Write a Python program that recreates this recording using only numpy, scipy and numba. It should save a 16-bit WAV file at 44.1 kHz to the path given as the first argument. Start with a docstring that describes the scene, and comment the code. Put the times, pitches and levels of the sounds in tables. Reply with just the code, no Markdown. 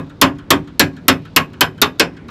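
"""A steel latch banged by hand against a trailer tailgate, over three blows a second, a few metres from a phone.
Each blow rings decaying modes: the pings of latch and pin, the clang and boom of the ribbed side panels.
Shaped noise sends the blows back as thin scattered tails and faint slaps from far sheds.
Beneath lies the low rumble of an open farmyard, made of noise bands; the phone overloads on the loud peaks."""
import sys
import numpy as np
from scipy import signal
from scipy.io import wavfile
from scipy.ndimage import uniform_filter1d
from numba import njit

SR = 44100
rng = np.random.default_rng(int(sys.argv[2]) if len(sys.argv) > 2 else 0)


def persist_wave(psi):
    """Save psi, clipped to +-1, as 16-bit WAV."""
    counts = np.round(np.clip(psi, -1, 1) * 32767).astype(np.int16)
    wavfile.write(sys.argv[1], SR, np.atleast_2d(counts).T)


N = 101429  # samples
LEAD = SR // 2  # samples rendered ahead of the start, so that an earlier blow can ring on


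def undb(db):
    """Gain of a level in dB."""
    return 10 ** (np.asarray(db) / 20)


def along(hz, at_hz, values):
    """Values interpolated on a log-frequency axis."""
    return np.interp(np.log(hz), np.log(at_hz), values)


def band(x, hz, width_hz):
    """Gentle resonant band-pass."""
    return signal.lfilter(*signal.iirpeak(hz, hz / width_hz, fs=SR), x)


def unit_energy(x):
    """The same signal with its squares summing to one."""
    return x / np.sqrt(np.sum(x ** 2))


RUMBLE_DB = -36.5  # RMS level of the whole rumble
FLICKER_DB, FLICKER_HZ = 3, 9  # spread of each band's level, new random levels per second
# Spectrum of the open yard between blows: centre_hz, relative level_db
YARD_SPECTRUM = [(25, -14), (60, 0), (150, 3), (240, 0), (400, -10), (666, -20), (1100, -17), (1600, -25),
                 (2500, -28), (4000, -34), (6300, -47), (10000, -58), (15500, -62)]


def rumble():
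    """Distant engines, road and air: half-octave noise bands, each flickering in level on its own."""
    centre_hz, level_db = np.array(YARD_SPECTRUM).T
    hold = int(SR / FLICKER_HZ)
    out = np.zeros(N)
    for hz in 30 * 2 ** np.arange(0, 9.1, .5):
        # random levels joined by straight lines
        steps = np.repeat(rng.standard_normal(400), hold)
        flicker = uniform_filter1d(steps, hold)[:N]
        noise = band(rng.standard_normal(N), hz, hz / 2)
        noise = band(noise, hz, hz / 2)
        out += undb(along(hz, centre_hz, level_db) + FLICKER_DB * flicker) * noise
    return out * undb(RUMBLE_DB) / np.sqrt(np.mean(out ** 2))


# Scattered returns, from the trailer's underside and the ground, then from hedges and walls:
# level_db, t60_s, low_hz, high_hz
SCATTERED_RETURNS = [(-22, 0.14, 2500, 13000), (-45, 0.59, 700, 5800)]
# Slaps from far sheds: delay_s, level_db, smear_s, centre_hz, width_hz
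SHED_SLAPS = [(.137, -58, .008, 3500, 5000), (.169, -48, .003, 3600, 7000), (.169, -45, .002, 1200, 800)]


def yard(x):
    """Outdoor reflections: the blows convolved with decaying noise tails and late smeared bursts."""
    t = np.arange(2 * LEAD) / SR
    reply = np.zeros(len(t))
    for level_db, t60_s, low_hz, high_hz in SCATTERED_RETURNS:
        decay = undb(-60 * t / t60_s)
        build_up = 1 - np.exp(-t / .005)
        tail = rng.standard_normal(len(t)) * decay * build_up
        band_pass = signal.butter(2, [low_hz, high_hz], "band", fs=SR, output="sos")
        reply += undb(level_db) * unit_energy(signal.sosfilt(band_pass, tail))
    for delay_s, level_db, smear_s, centre_hz, width_hz in SHED_SLAPS:
        decay = (t >= delay_s) * np.exp(-np.maximum(t - delay_s, 0) / smear_s)
        burst = rng.standard_normal(len(t)) * decay
        burst = band(band(burst, centre_hz, width_hz), centre_hz, width_hz)
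        reply += undb(level_db) * unit_energy(burst)
    return x + signal.fftconvolve(x, reply)[:len(x)]


@njit
def ring(pole, rise, gain, size):
    """Sum of decaying modes, each building up at its own rate."""
    out = np.zeros(size)
    for m in range(len(pole)):
        z, remaining = gain[m], 1.
        for i in range(size):
            out[i] += z.imag * (1 - remaining)
            z, remaining = z * pole[m], remaining * rise[m]
            if i & 255 == 0 and abs(z) < 1e-5:  # too faint to go on
                break
    return out


LATCH_SPLIT = 3  # loose parts split each clear mode into a close group
PANEL_COUNT, T60_SPREAD = 1100, .1  # modes, spread of the natural log of their t60
# Clear modes of latch, pin and gate: pitch_hz, relative level_db, usual t60_s
LATCH_MODES = [(95.6, -2.5, 0.31), (154.7, -4, 0.54), (262.5, -7, 0.42), (288.5, -4.5, .38),
               (374.8, -6.5, 0.33), (927, -5, 0.1), (1097, -7, 0.17), (1290, -8.5, 0.076),
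               (1540, -11, 0.14), (2534, -5, 0.16), (3600, -4.5, 0.1), (3990, -10.5, 0.091),
               (4440, -11, .07), (5150, -11, 0.13), (7320, -8, 0.098), (11500, -7, .025), (12420, 2, 0.033),
               (11690, -4, 0.036)]
# Crowd of small modes in the ribbed panels: pitch_hz, relative level_db of each mode, usual t60_s, build_up_s
# (the build-up column serves the latch modes too)
PANEL_MODES = [(60, -10.5, 0.34, 0.017), (142, -1, 0.29, 0.029), (285, -2.5, 0.19, 0.0061),
               (615, -4, 0.18, 0.015), (1107, -7, 0.15, 0.0051), (2440, -9.5, .13, 0.0038),
               (4500, -11, 0.074, 0.00093), (8130, -17, 0.054, 0.0007), (12400, -22.5, .04, 0.00025),
               (15500, -27, 0.044, .0007)]


def steel_modes():
    """Pitch, level, t60 and per-sample build-up factor of the latch modes, then of the panel crowd."""
    latch_hz, latch_db, latch_t60 = np.repeat(LATCH_MODES, LATCH_SPLIT, axis=0).T
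    panel_hz, panel_db, panel_t60, build_up_s = np.array(PANEL_MODES).T
    place = (np.arange(PANEL_COUNT) + rng.random(PANEL_COUNT)) / PANEL_COUNT
    crowd_hz = 60 + 15500 * place ** 1.4  # denser towards the low end
    t60_chance = np.exp(T60_SPREAD * rng.standard_normal(PANEL_COUNT))
    crowd_t60 = along(crowd_hz, panel_hz, panel_t60) * t60_chance
    hz = np.r_[latch_hz, crowd_hz]
    db = np.r_[latch_db, along(crowd_hz, panel_hz, panel_db)]
    t60 = np.r_[latch_t60, crowd_t60]
    rise = np.exp(-1 / (SR * along(hz, panel_hz, build_up_s)))
    return hz, db, t60, rise


STEEL_DB = -3.5  # added to every mode
CLANG_DB, CLANG_OCTAVES = 6, .11  # lift of modes near a blow's boom and clangs, and its half-width
LATCH_SCATTER_DB, PANEL_SCATTER_DB = 2.5, 3.5  # chance spread of mode levels from blow to blow
DETUNE = .007  # chance spread of every mode's pitch, as a share of it
EARLY_S = -.074  # start of the blow that falls before the start and rings on
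# Blows on the tailgate, two of them very faint ticks:
# start_s, boom_hz (strongest boom), low_clang_hz, high_clang_hz, ring_length (share of the usual t60),
# then eight columns of strength_db, one for each range of STRENGTH_HZ
LATCH_BLOWS = [(2.0, 280, 1100, 13000, 1.4, -73, -76, -70.5, -72, -65, -51, -46, -65),
               (2.283, 280.5, 1200, 3800, 1., -69.5, -69.5, -59.5, -39, -48, -50.5, -54.5, -61.5),
               (EARLY_S, 280, 1100, 3600, 1., -22, -16, -17, -13, -17, -17, -13, -10)] + [ r[:1] + r[2:] for r in [(0.214, 4, 273.3, 1010, 3120, 1.095, -21.5, -13.5, -15, -10, -14, -11.5, -11, -8),
               (0.504, 4, 286, 1150, 3350, 1.024, -21.5, -13, -18, -14, -14, -14.5, -11.5, -11),
               (0.795, 4, 279.6, 1680, 4220, 1.01, -22, -13.5, -18.5, -16, -12, -11.5, -10.5, -10.5),
               (1.081, 4, 269.5, 1290, 3620, 0.99, -22, -16, -18, -14, -11, -12, -11.5, -7),
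               (1.362, 4, 276, 1110, 2730, 0.95, -25, -20, -21, -13, -11, -13, -12.5, -6),
               (1.608, 4, 382, 1540, 3096, 0.96, -25.5, -23.5, -23.5, -12.5, -16, -14, -14, -7),
               (1.816, 5, 435, 1150, 3740, 0.98, -30, -21.5, -22.5, -13.5, -14, -11.5, -13.5, -10),
               (1.996, 3, 449, 1540, 5270, 1.04, -35, -19, -17, -20, -14.5, -12.5, -15, -20.5)]]
# Centres of the strength ranges: centre_hz
STRENGTH_HZ = [120, 300, 600, 1150, 2300, 4500, 8500, 12200]


def steel():
    """Every blow rings the same modes, with its own strength by range, its own clangs and chance shares."""
    hz, db, t60, rise = steel_modes()
    latch_count = len(LATCH_MODES) * LATCH_SPLIT
    scatter_db = np.where(np.arange(len(hz)) < latch_count, LATCH_SCATTER_DB, PANEL_SCATTER_DB)
    out = np.zeros(N + 3 * LEAD)
    for start_s, boom_hz, low_clang_hz, high_clang_hz, ring_length, *strength_db in LATCH_BLOWS:
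        size_chance, tune_chance, phase_turns = rng.standard_normal((3, len(hz)))
        clang_db = np.zeros(len(hz))
        for peak_hz in (boom_hz, low_clang_hz, high_clang_hz):
            clang_db += CLANG_DB * np.exp(-(np.log2(hz / peak_hz) / CLANG_OCTAVES) ** 2)
        # a pole turns and shrinks its mode by one sample's worth
        turn = 2j * np.pi * hz * (1 + DETUNE * tune_chance) / SR
        decay = np.log(1000) / (ring_length * t60 * SR)
        pole = np.exp(turn - decay)
        blow_db = along(hz, STRENGTH_HZ, strength_db)
        level_db = STEEL_DB + db + clang_db + blow_db + scatter_db * size_chance
        gain = undb(level_db) * np.exp(2j * np.pi * phase_turns)
        start = LEAD + int(start_s * SR)
        out[start:start + 2 * LEAD] += ring(pole, rise, gain, 2 * LEAD)
    return out[:N + LEAD]


def scene():
    """The blows and their reflections in the yard, over the rumble."""
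    blows = yard(steel())[LEAD:]
    return (blows + rumble())[None]


CLIP_LEVEL, CLIP_KNEE = .98, 11.2  # ceiling (full scale = 1), hardness of the bend into it
TOP_HZ = 15671  # upper edge of the phone's passband


def record(dry):
    """Phone microphone: peaks flatten at a ceiling, then a steep low-pass cuts the top."""
    clipped = dry / (1 + np.abs(dry / CLIP_LEVEL) ** CLIP_KNEE) ** (1 / CLIP_KNEE)
    low_pass = signal.ellip(8, .2, 70, TOP_HZ, fs=SR, output="sos")
    return signal.sosfilt(low_pass, clipped)


dry = scene()
out = record(dry)
persist_wave(out)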